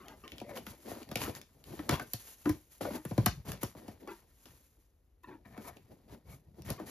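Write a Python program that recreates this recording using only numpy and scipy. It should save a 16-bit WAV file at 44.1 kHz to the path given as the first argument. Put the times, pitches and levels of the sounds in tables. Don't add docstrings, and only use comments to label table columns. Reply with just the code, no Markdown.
import sys
import numpy as np
from scipy import signal
from scipy.fft import rfft, irfft, next_fast_len
from scipy.io import wavfile

SR = 44100
rng = np.random.default_rng(int(sys.argv[2]) if len(sys.argv) > 2 else 0)


def digitize_waveform(pressure):
    field = np.atleast_2d(pressure).T
    bounded = np.clip(field, -1, 1)
    quanta = np.round(bounded * 32767).astype(np.int16)
    wavfile.write(sys.argv[1], SR, quanta)


N = 304290
TIME = np.arange(N) / SR
AGE = np.arange(SR // 4) / SR
SIZE = next_fast_len(N + SR // 3)
BINS = np.maximum(np.fft.rfftfreq(SIZE, 1 / SR), 1)
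PORT_SIGNS = np.array([[1], [-1]])
BAND_TOP_HZ = 0.45 * SR

# f/Hz, spectral shape/dB per Hz
AIR_SPECTRUM = [(15, -39.5), (30, 1.5), (65, 2), (140, -17), (500, -21.5), (900, -34.5), (6000, -47),
                (13500, -43.5), (15000, -61)]
# f/Hz, t60/s
ROOM_T60 = [(100, 0.25), (700, 0.087), (4000, 0.25), (13000, 0.094)]
# f/Hz, correlation
LIKENESS = [(60, 0.97), (250, 0.96), (700, 0.37), (2000, 0.93), (5000, 0.57), (12000, 0.93)]
# f/Hz, left minus right level/dB
BALANCE = [(60, 1.5), (250, 1.5), (700, 4.5), (1100, 3), (2000, 0), (4400, 5), (9000, 0)]
# f/Hz, lead of the left port/rad (negative: lag)
PORT_PHASE = [(100, 0), (600, 0.14), (950, 0.5), (1640, 0.91), (3270, 0.98), (5080, 0.9), (7000, -1.83),
              (11100, -5.5), (14500, -8.5)]

# t/s, level/dB ahead of the shares below
FIDGET = [(0.0, -61), (2.0, -68), (2.7, -73.5), (4.3, -69.5), (5.1, -83), (6.9, -76)]
FIDGET_FLEX_DB, FIDGET_DRUM_DB, FIDGET_RASP_DB, FIDGET_HISS_DB = -6.5, -1.5, -8.5, -5.5
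# start t/s, swell/s, fade/s, relative level/dB
SWIPES = [(0.74, 0.1, 0.14, -60), (1.635, 0.036, 0.54, -57.5), (2.02, 0.14, 0.13, -52),
          (2.19, 0.098, 0.068, -47.5), (2.356, 0.11, 0.22, -55), (2.686, 0.037, 0.11, -56.5),
          (3.0, 0.11, 0.091, -55.5), (4.25, 0.2, 0.41, -63.5), (5.225, 0.012, 0.011, -60),
          (5.602, 0.087, 0.016, -52), (6.268, 0.062, 0.046, -58)]
PALM_RASP_DB = -18.5
# start t/s, swell/s, fade/s, relative level/dB,
# weight on the wall/dB, sharpness of the edge/dB
SCRAPES = [(0.231, 0.017, 0.067, -46.5, -29, -11), (0.318, 0.005, 0.2, -54.5, -3, -9),
           (0.458, 0.044, 0.1, -48.5, -9, -3.5), (0.547, 0.02, 0.035, -40, -26, 0),
           (0.588, 0.027, 0.055, -48, -6, -21), (0.651, 0.05, 0.05, -49.5, -4, 3.5),
           (0.844, 0.052, 0.12, -45, -19, 1), (0.958, 0.068, 0.022, -47, -19, -2),
           (1.061, 0.064, 0.061, -49.5, 0.5, -3.5), (1.15, 0.089, 0.072, -41.5, -4, 6),
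           (1.256, 0.041, 0.023, -39, -3.5, -6.5), (1.326, 0.042, 0.032, -51, 1.5, 5.5),
           (1.649, 0.074, 0.08, -45.5, -5.5, -4.5), (1.768, 0.0099, 0.25, -49, -3, -3.5),
           (1.883, 0.053, 0.037, -29, -7, -4), (1.995, 0.024, 0.033, -40.5, -11, -3.5),
           (2.445, 0.063, 0.056, -44.5, 0.5, -2), (2.803, 0.01, 0.16, -40.5, -10, 0),
           (2.901, 0.061, 0.024, -41.5, -5, 2.5), (3.05, 0.2, 0.16, -52, 11.5, 1.5),
           (3.446, 0.041, 0.091, -40.5, 2, -0.5), (3.605, 0.016, 0.093, -70, 16, 23.5),
           (3.751, 0.028, 0.13, -46, -16, -6), (3.86, 0.028, 0.099, -51.5, -3.5, -3.5),
           (3.989, 0.016, 0.18, -55.5, -24, -3.5), (4.071, 0.04, 0.12, -65, -20, 10.5),
           (4.446, 0.016, 0.11, -59, -2.5, 3), (5.245, 0.042, 0.15, -57, -3, -6.5),
           (5.447, 0.0085, 0.83, -62, 3, -0.5), (5.556, 0.13, 0.034, -48.5, -9, -2.5),
           (5.757, 0.013, 0.0096, -48.5, -28, -5.5), (5.873, 0.046, 0.05, -53.5, -6, -11),
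           (6.074, 0.069, 0.025, -46.5, -6.5, -5.5), (6.249, 0.051, 0.079, -53, 5.5, -4),
           (6.44, 0.041, 0.067, -65.5, 9, -12), (6.535, 0.061, 0.067, -52.5, 0.5, -8.5),
           (6.643, 0.063, 0.044, -39, 1.5, -1.5), (6.78, 0.015, 0.17, -45.5, -7.5, -8),
           (6.855, 0.29, .012, -48, -17.5, 12)]
RASP_DB, HISS_DB, HISS_PER_SHARPNESS = -5.5, -7, 1.3
BITE_S, SWELL_DB, RELEASE_DB_PER_S = 0.0092, 14, 261.5
# f/Hz, spectral shape/dB per Hz
FLEX_SPECTRUM = [(18, -40.5), (40, -10), (60, 4), (140, 4.5), (200, -3.5), (280, -43)]
DRUM_SPECTRUM = [(130, -22), (210, 4), (320, 2), (430, -1.5), (640, -5.5), (880, -11.5), (1250, -37)]
RASP_SPECTRUM = [(620, -29.5), (950, 4), (1300, -8), (1800, -8.5), (2600, -11.5), (4800, -7.5), (6800, -24)]
HISS_SPECTRUM = [(3600, -6.5), (5200, -7), (7000, -1), (9500, -0.5), (12000, 0), (13800, -3), (14700, -13),
                 (16000, -33)]
# f/Hz, width/Hz, level/dB
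BOARD = [(650.6, 38, -2), (990, 60, -2.5), (1410, 23, -2), (1860, 130, 3.5), (2250, 270, -3.5),
         (3070, 130, -10.5)]

# start t/s, end t/s, first f/Hz, last f/Hz, slips per s,
# relative level/dB, overtone level/dB, pitch scatter (share)
JUDDERS = [(0.0, 0.143, 375, 334.5, 280, -62, 5.5, 0.25), (0.237, 0.261, 382, 361, 180, -53, 4.5, 0.15),
           (2.932, 2.98, 266, 288, 125, -40.5, -8, 0.13),
           (4.074, 4.131, 364, 336.4, 165, -47.5, -0.5, 0.15),
           (5.233, 5.252, 337.5, 312, 330, -62, 9, 0.058),
           (5.273, 5.356, 321.4, 302, 260, -56.5, 0.5, 0.0885),
           (5.458, 5.519, 224, 219, 72, -51, -12.5, 0.023), (6.778, 6.793, 383, 343, 300, -54, 2.5, 0.085),
           (6.801, 6.833, 322, 288, 137, -46.5, -7, 0.064)]
# multiple of the fundamental, level/dB, t60/s
FLAP_MODES = [(1, -2, 0.131), (3.03, -4.5, 0.13), (4.35, -19, 0.13), (5.55, -10.5, 0.095),
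              (7.9, -17, 0.085), (11.6, -18, 0.036)]
# start t/s, swell/s, fade/s, level/dB, pitch (multiple of the blade modes),
# unevenness of the slips (0-1)
SAWS = [(0.484, 0.029, 0.015, -48, 1.0, .15), (0.553, 0.019, 0.013, -46.5, 1.0, 0.31),
        (1.19, 0.078, 0.037, -47, 1.35, .4), (1.897, 0.043, 0.028, -37.5, 1.5, 0.32),
        (5.444, 0.0075, 0.048, -58.5, 1.0, 0.2), (5.5, 0.068, 0.075, -58.5, 1.0, .08),
        (5.63, 0.06, 0.031, -50.5, 1.0, .06), (6.088, 0.05, 0.0093, -58, 0.93, 0.12),
        (6.262, 0.074, 0.026, -62, 1.0, 0.2), (6.655, 0.063, 0.036, -49, 0.97, 0.08)]
# f/Hz, width/Hz, level/dB
BLADE = [(680, 320, -1.5), (957, 200, -5.5), (1230, 78, -9), (1800, 250, -6), (2230, 200, -6.5),
         (3920, 440, -20)]
# start t/s, end t/s, first f/Hz, last f/Hz, relative level/dB
SQUEAKS = [(0.43, 0.512, 542, 627, -48.5), (0.495, 0.594, 608.6, 477, -46), (2.855, 2.91, 618, 554, -38)]

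# t/s, relative level/dB
BOOMS = [(1.794, -36.5), (1.897, -38.5), (2.4594, -26.5), (2.4733, -25), (2.496, -25.5), (3.18, -31)]
# f/Hz, level/dB, t60/s
BOX_MODES = [(308.3, 2.5, 0.11), (320, -7.5, 0.08), (650, -17, 0.06), (990, -15.5, 0.079),
             (1600, -23.5, 0.07)]
# t/s, relative snap level/dB, clink of steel level/dB
TICKS = [(0.083, -42.5, -42.5), (0.2783, -43.5, -39.5), (0.319, -44.5, -36.5), (0.382, -42.5, -41),
         (0.401, -43, -42), (0.574, -38.5, -36), (1.03, -43.5, -48.5), (1.09, -46, -50),
         (1.157, -31.5, -24), (1.172, -33, -43), (1.217, -36, -31.5), (1.351, -37.5, -54),
         (1.4147, -39, -68), (1.64, -47, -50), (1.911, -30, -35), (1.941, -36.5, -30.5),
         (3.457, -52.5, -64), (3.5185, -29.5, -44), (4.4563, -45, -73), (5.7693, -68, -49.5),
         (6.6206, -46, -74), (6.7026, -35, -40)]
# t/s, level/dB
RIPS = [(2.134, -21.5), (2.495, -29), (3.051, -34), (3.2597, -12.5), (3.6326, -22.5), (6.7028, -27.5)]
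RIP_T60_S, RIP_TAIL_DB, RIP_TAIL_T60_S = 0.014, -21.5, 0.086
# t/s, relative crack level/dB, clap level/dB,
# panel level/dB, panel f/Hz, thud level/dB, thud f/Hz
KNOCKS = [(0.414, -46, -57, -40.5, 398, -45, 204), (0.6654, -35.5, -36.5, -50, 330, -45, 195),
          (0.9147, -63, -45.5, -39, 450, -46.5, 93), (1.1136, -33.5, -37.5, -39.5, 284, -69, 148),
          (1.1559, -22, -47.5, -32.5, 407, -41.5, 143), (1.7904, -50, -36, -40, 367, -53.5, 101),
          (1.8914, -17.5, -19, -30.5, 381.5, -32.5, 140), (1.996, -34, -28.5, -42, 600, -49, 215),
          (2.1343, -27.5, -48.5, -44, 254, -38, 117), (2.455, -38, -30, -35.5, 293, -44, 204),
          (2.492, -31, -33, -42, 294, -29, 97), (2.8075, -56, -39, -34.5, 422, -58, 188),
          (2.8504, -43, -39, -29.5, 533, -63, 204), (2.905, -54.5, -48, -36.5, 414, -38, 194),
          (3.05, -50, -38, -40, 235, -39.5, 160), (3.1097, -44.5, -45, -34.5, 179.5, -38, 155),
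          (3.1779, -29, -34.5, -25, 165, -19, 119), (3.2607, -16.5, -23, -27, 180, -27.5, 175),
          (3.2622, -24, -18, -38, 180, -37, 121.4), (3.6293, -31.5, -33, -32.5, 209.6, -49, 129),
          (3.75, -57, -65, -45.5, 530, -50, 142), (3.88, -42.5, -51.5, -41, 283, -58, 188),
          (4.074, -45, -69, -45.5, 570, -63, 86), (5.576, -46, -41, -43.5, 330, -43, 210),
          (6.7014, -29, -49, -38, 298, -37.5, 132), (6.798, -49.5, -47, -40, 640, -46, 213)]
FIBRE_DB = -6.5
FLUTE_HZ, FLUTE_PANEL_HZ, FLUTE_FOLLOWS = 1060, 180, .3
BEND_CYCLES, BEND_LEAD_S, BEND_OCTAVES = 2.286, 0.0007106, 0.84


def from_db(db):
    return np.exp(np.asarray(db) * (np.log(10) / 20))


def rms_one(x):
    return x / np.sqrt(np.mean(x ** 2) + 1e-20)


def at_hz(points, hz):
    f, value = np.transpose(points)
    return np.interp(np.log(hz), np.log(f), value)


def band(x, low_hz, high_hz):
    return signal.sosfilt(signal.butter(2, [low_hz, high_hz], "band", fs=SR, output="sos"), x)


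def add(out, s, sound):
    i = max(round(s * SR), 0)
    out[..., i:i + sound.shape[-1]] += sound[..., :N - i]


def drift(per_s):
    knots = rng.standard_normal(N // 20)
    return rms_one(np.interp(TIME * per_s, np.arange(len(knots)), knots))


def correlated(mid, side, alike):
    return np.sqrt(1 + alike) * mid + np.sqrt(1 - alike) * side * PORT_SIGNS


def two_ports(pair, spectrum):
    mid, side = rfft(pair, SIZE) * from_db(at_hz(spectrum, BINS))
    alike = np.clip(at_hz(LIKENESS, BINS), -1, 1)
    return irfft(correlated(mid, side, alike), SIZE)[:, :N]


def dying(t60, delay=0.0, rise=0.00031):
    age = np.maximum(AGE - delay, 0)
    onset = 1 - np.exp(-np.minimum(age / rise, 20))
    return onset * from_db(np.maximum(-60 * age / t60, -200))


def ring(hz, t60, delay=0.0, rise=0.00075):
    return np.sin(2 * np.pi * hz * (AGE - delay)) * dying(t60, delay, rise)


def burst(low_hz, high_hz, envelope, apart):
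    mid, side = rms_one(band(rng.standard_normal((2, len(envelope))), low_hz, high_hz))
    sound = (mid + apart * side * PORT_SIGNS) * envelope
    return rms_one(sound) * np.sqrt(np.mean(envelope ** 2))


def bend(hz):
    sweep_hz = BEND_CYCLES / (AGE + BEND_LEAD_S)
    bell = np.exp(-.5 * (np.log2(sweep_hz / hz) / BEND_OCTAVES) ** 2)
    return bell * np.sin(2 * np.pi * np.cumsum(sweep_hz) / SR)


def resonate(x, hz, width_hz):
    r = np.exp(-np.pi * width_hz / SR)
    poles = [1, -2 * r * np.cos(2 * np.pi * hz / SR), r * r]
    return signal.lfilter([1 - r, 0, r - 1], poles, x + 1e-18)


def still_air():
    return from_db(-67.5) * rms_one(two_ports(rng.standard_normal((2, N)), AIR_SPECTRUM))


def room(x, wet_db, first_echo_s):
    edges = np.geomspace(50, 13500, 9)
    tail = 0
    for low, high in zip(edges, edges[1:]):
        hz = np.sqrt(low * high)
        mid, side = band(rng.standard_normal((2, len(AGE))), low, high)
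        alike = np.clip(at_hz(LIKENESS, hz), -1, 1)
        fall = dying(at_hz(ROOM_T60, hz), first_echo_s, rise=0.0014)
        gain = from_db(at_hz(wet_db, hz)) / np.sqrt(np.sum(fall ** 2))
        tail = tail + gain * fall * correlated(mid, side, alike)
    return irfft(rfft(x, SIZE) * rfft(tail, SIZE), SIZE)[:, :N]


def stroke(swell_s, fade_s):
    age = np.arange(SR) / SR
    db = np.interp(age, [0, swell_s, swell_s + fade_s], [-SWELL_DB, 0, -SWELL_DB])
    released = np.maximum(age - swell_s - fade_s, 0)
    amplitude = np.clip(age / BITE_S, 0, 1) * from_db(db - RELEASE_DB_PER_S * released)
    return amplitude ** 2


def contact():
    fidget = from_db(np.interp(TIME, *np.transpose(FIDGET)))
    fidget_shares = from_db([FIDGET_FLEX_DB, FIDGET_DRUM_DB, FIDGET_RASP_DB, FIDGET_HISS_DB])
    power = np.outer(fidget_shares, fidget) ** 2
    for start, swell_s, fade_s, db, weight_db, sharp_db in SCRAPES:
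        hiss_db = HISS_DB + HISS_PER_SHARPNESS * sharp_db
        shares = from_db([weight_db, 0, RASP_DB + sharp_db, hiss_db])
        add(power, start, np.outer((from_db(db) * shares) ** 2, stroke(swell_s, fade_s)))
    for start, swell_s, fade_s, db in SWIPES:
        shares = np.array([0, 0, from_db(PALM_RASP_DB), 1])
        add(power, start, np.outer((from_db(db) * shares) ** 2, stroke(swell_s, fade_s)))
    return np.sqrt(power)


def friction(spectrum, catch_db, catches_per_s, grain_db):
    clumps_db = catch_db * np.clip(drift(catches_per_s), -2.5, 2.5)
    grains_db = grain_db * np.clip(drift(1500), -3, 3)
    noise = from_db(clumps_db + grains_db) * rng.standard_normal((2, N))
    return rms_one(two_ports(noise, spectrum))


def crunch(snaps_per_s=700, size_db=1.5, patchy_db=4.5, travel_per_s=25):
    at = np.flatnonzero(rng.random(N) < snaps_per_s / SR)
    sizes = from_db(size_db * np.minimum(rng.exponential(1, len(at)), 3.5))
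    out = np.zeros((2, N))
    for hz, width, db in BOARD:
        strikes = np.zeros((2, N))
        strikes[:, at] = sizes * rng.uniform(-0.8, 1, (2, len(at)))
        patches_db = patchy_db * np.clip(drift(travel_per_s), -2, 2)
        out += from_db(db + patches_db) * resonate(strikes, hz, width)
    return rms_one(two_ports(out, [(300, -21), (620, 3), (4000, 7.0), (7000, -17.0)]))


def crackle(snaps_per_s=200, size_db=5.0, largest=2.2):
    sizes = from_db(size_db * np.minimum(rng.exponential(1, N), largest))
    snaps = sizes * (rng.random(N) < snaps_per_s / SR) * rng.choice([-1, 1], (2, N))
    return rms_one(two_ports(snaps, [(450, -18.5), (900, 3.5), (3200, -4), (7500, -13)]))


def catches(hops_per_s=130, size_db=3.5, pitches_hz=(520, 760, 1100, 1600)):
    sizes = from_db(size_db * np.clip(rng.standard_normal(N), -2, 1.5))
    hops = sizes * (rng.random(N) < hops_per_s / SR)
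    dealt = rng.integers(0, len(pitches_hz), N)
    taps = sum(signal.oaconvolve(hops * (dealt == k), bend(hz))[:N] for k, hz in enumerate(pitches_hz))
    return rms_one(taps)


def rubbing():
    flex, drum, rasp, hiss = contact()
    flexing = friction(FLEX_SPECTRUM, catch_db=2.0, catches_per_s=37, grain_db=4.0)
    drumming = friction(DRUM_SPECTRUM, catch_db=3.5, catches_per_s=39, grain_db=0.5)
    rasping = friction(RASP_SPECTRUM, catch_db=2.0, catches_per_s=78, grain_db=0)
    hissing = friction(HISS_SPECTRUM, catch_db=1.7, catches_per_s=69, grain_db=1.5)
    surface = (rasping * from_db(-7.0) + crunch() * from_db(-10.0)
               + crackle() * from_db(-7) + catches() * from_db(-4.5))
    return (flex * flexing * from_db(1.0) + drum * drumming * from_db(-2.5)
            + rasp * surface + hiss * hissing * from_db(-1.0))


def judders(uneven=0.39, rough_db=4.0, grit_db=-22.5):
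    out = np.zeros(N)
    for start, end, first_hz, last_hz, slips_per_s, db, overtone_db, scatter in JUDDERS:
        chances = rng.standard_normal(size=(40, 2 + len(FLAP_MODES)))
        for slip, (late, strength, *detunes) in enumerate(chances):
            s = start + (slip + uneven * late * (slip > 0)) / slips_per_s
            if s >= end:
                continue
            hz = np.interp(s, [start, end], [first_hz, last_hz])
            pluck = 0
            for (multiple, mode_db, t60), detune in zip(FLAP_MODES, detunes):
                gain = from_db(mode_db + overtone_db * (multiple > 1))
                pluck = pluck + gain * ring(multiple * hz * (1 + scatter * detune), t60)
            grit = rms_one(band(rng.standard_normal(len(AGE)), 860, 3500)) * dying(0.0031)
            gain = from_db(db + rough_db * np.clip(strength, -1.5, 1.5))
            add(out, s, gain * (pluck + from_db(grit_db + overtone_db) * grit))
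    return out


def saws(slips_per_s=240, size_db=4.0, apart=0.25, patchy_db=4.0, travel_per_s=28):
    grips = [from_db(patchy_db * np.clip(drift(travel_per_s), -2, 1.5)) for _ in BLADE]
    out = np.zeros((2, N))
    for start, swell_s, fade_s, db, pitch, uneven in SAWS:
        gaps = np.exp(uneven * rng.standard_normal(size=200))
        at = np.cumsum(gaps) * SR / (slips_per_s * pitch)
        at = at[at < SR].astype(int)
        slips = np.zeros((2, SR))
        slips[:, at] = from_db(size_db * np.clip(rng.standard_normal((2, len(at))), -2, 2))
        rings = 0
        for (hz, width, mode_db), grip in zip(BLADE, grips):
            once = resonate(slips, pitch * hz, width)
            mode = rms_one(resonate(once, pitch * hz, width))
            rings = rings + from_db(mode_db) * np.interp(start + TIME[:SR], TIME, grip) * mode
        mid, side = rms_one(rings)
        envelope = from_db(db) * np.sqrt(stroke(swell_s, fade_s))
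        add(out, start, envelope * (mid + apart * side * PORT_SIGNS))
    return out


def squeaks(creak_db=-21.0, tone_breaks_per_s=260, creak_breaks_per_s=500, creak_multiple=3.7):
    tone = drift(tone_breaks_per_s) + 1j * drift(tone_breaks_per_s)
    creak = drift(creak_breaks_per_s) + 1j * drift(creak_breaks_per_s)
    out = np.zeros(N)
    for start, end, first_hz, last_hz, db in SQUEAKS:
        now = (TIME >= start) & (TIME < end)
        t = TIME[now]
        phase = 2 * np.pi * np.cumsum(np.interp(t, [start, end], [first_hz, last_hz])) / SR
        gate = np.clip(np.minimum(t - start, end - t) / BITE_S, 0, 1)
        hoarse = .5 * (1 + tone[now]) * np.exp(1j * phase)
        rough = from_db(creak_db) * creak[now] * np.exp(1j * creak_multiple * phase)
        out[now] += from_db(db) * gate * (hoarse + rough).real
    return out


def booms():
    out = np.zeros(N)
    for s, db in BOOMS:
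        for hz, mode_db, t60 in BOX_MODES:
            add(out, s, from_db(db + mode_db) * ring(hz, t60, rise=0.00029))
    return out


def ticks():
    out = np.zeros((2, N))
    for s, db, steel_db in TICKS:
        snap = from_db(db + 8.5) * burst(3500, BAND_TOP_HZ, dying(0.0037), apart=1.0)
        steel = from_db(steel_db) * burst(2300, 3400, dying(0.011), apart=0.44)
        tap = from_db(db - 3.5) * burst(650, 6600, dying(0.011), apart=0.44)
        add(out, s, snap + steel + tap)
    return out


def rips():
    out = np.zeros((2, N))
    for s, db in RIPS:
        snap = burst(9300, BAND_TOP_HZ, dying(RIP_T60_S, rise=0.00011), apart=0.57)
        fizz = from_db(RIP_TAIL_DB) * burst(4500, 12000, dying(RIP_TAIL_T60_S, rise=0.0033), apart=0.31)
        add(out, s, from_db(db) * (snap + fizz))
    return out


def knocks(treble_apart=.45, middle_apart=.3):
    out = np.zeros((2, N))
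    for s, crack_db, clap_db, panel_db, panel_hz, thud_db, thud_hz in KNOCKS:
        fibre_fall = dying(0.0098, rise=0.00094)
        fibres = from_db(crack_db + FIBRE_DB) * burst(11000, BAND_TOP_HZ, fibre_fall, treble_apart)
        crack = from_db(crack_db + 0.5) * burst(1500, 12000, dying(0.016, rise=0.0015), treble_apart)
        clap_fall = dying(0.024, delay=0.00061, rise=0.0024)
        clap = from_db(clap_db + 1.5) * burst(600, 2100, clap_fall, middle_apart)
        flute_hz = FLUTE_HZ * (panel_hz / FLUTE_PANEL_HZ) ** FLUTE_FOLLOWS
        flute = from_db(clap_db + 3.5) * ring(flute_hz, 0.019, delay=0.0024, rise=0.003)
        panel = from_db(panel_db + 2.0) * bend(panel_hz)
        flutter_fall = dying(0.059, delay=0.00098, rise=0.001)
        flutter = from_db(panel_db - 1.0) * burst(360, 747, flutter_fall, middle_apart)
        thud = from_db(thud_db + 9.0) * ring(thud_hz, 0.061, delay=0.008, rise=0.0044)
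        add(out, s, fibres + crack + clap + flute + panel + flutter + thud)
    return out


def scene():
    blows = knocks() + rips() + ticks() + booms()
    wet_db = [(100, -17.0), (400, -9.5), (1500, -9.5), (5000, -7.0), (12000, -20)]  # f/Hz, level/dB
    echoes = room(blows, wet_db, first_echo_s=0.0019)
    sliding = rubbing() + judders() + saws() + squeaks()
    sound = still_air() + echoes + sliding + blows
    half = .5 * PORT_SIGNS
    ports = from_db(half * at_hz(BALANCE, BINS)) * np.exp(1j * half * at_hz(PORT_PHASE, BINS))
    return irfft(rfft(sound, SIZE) * ports, SIZE)[:, :N]


def record(dry):
    bass = signal.butter(5, 40, "highpass", fs=SR, output="sos")
    notch = signal.butter(3, [7650, 9150], "bandstop", fs=SR, output="sos")
    port = signal.butter(14, 14700, fs=SR, output="sos")
    top = signal.ellip(10, .1, 80, 16000, fs=SR, output="sos")
    return signal.sosfilt(np.vstack([bass, notch, port, top]), dry)


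dry = scene()
out = record(dry)
digitize_waveform(out)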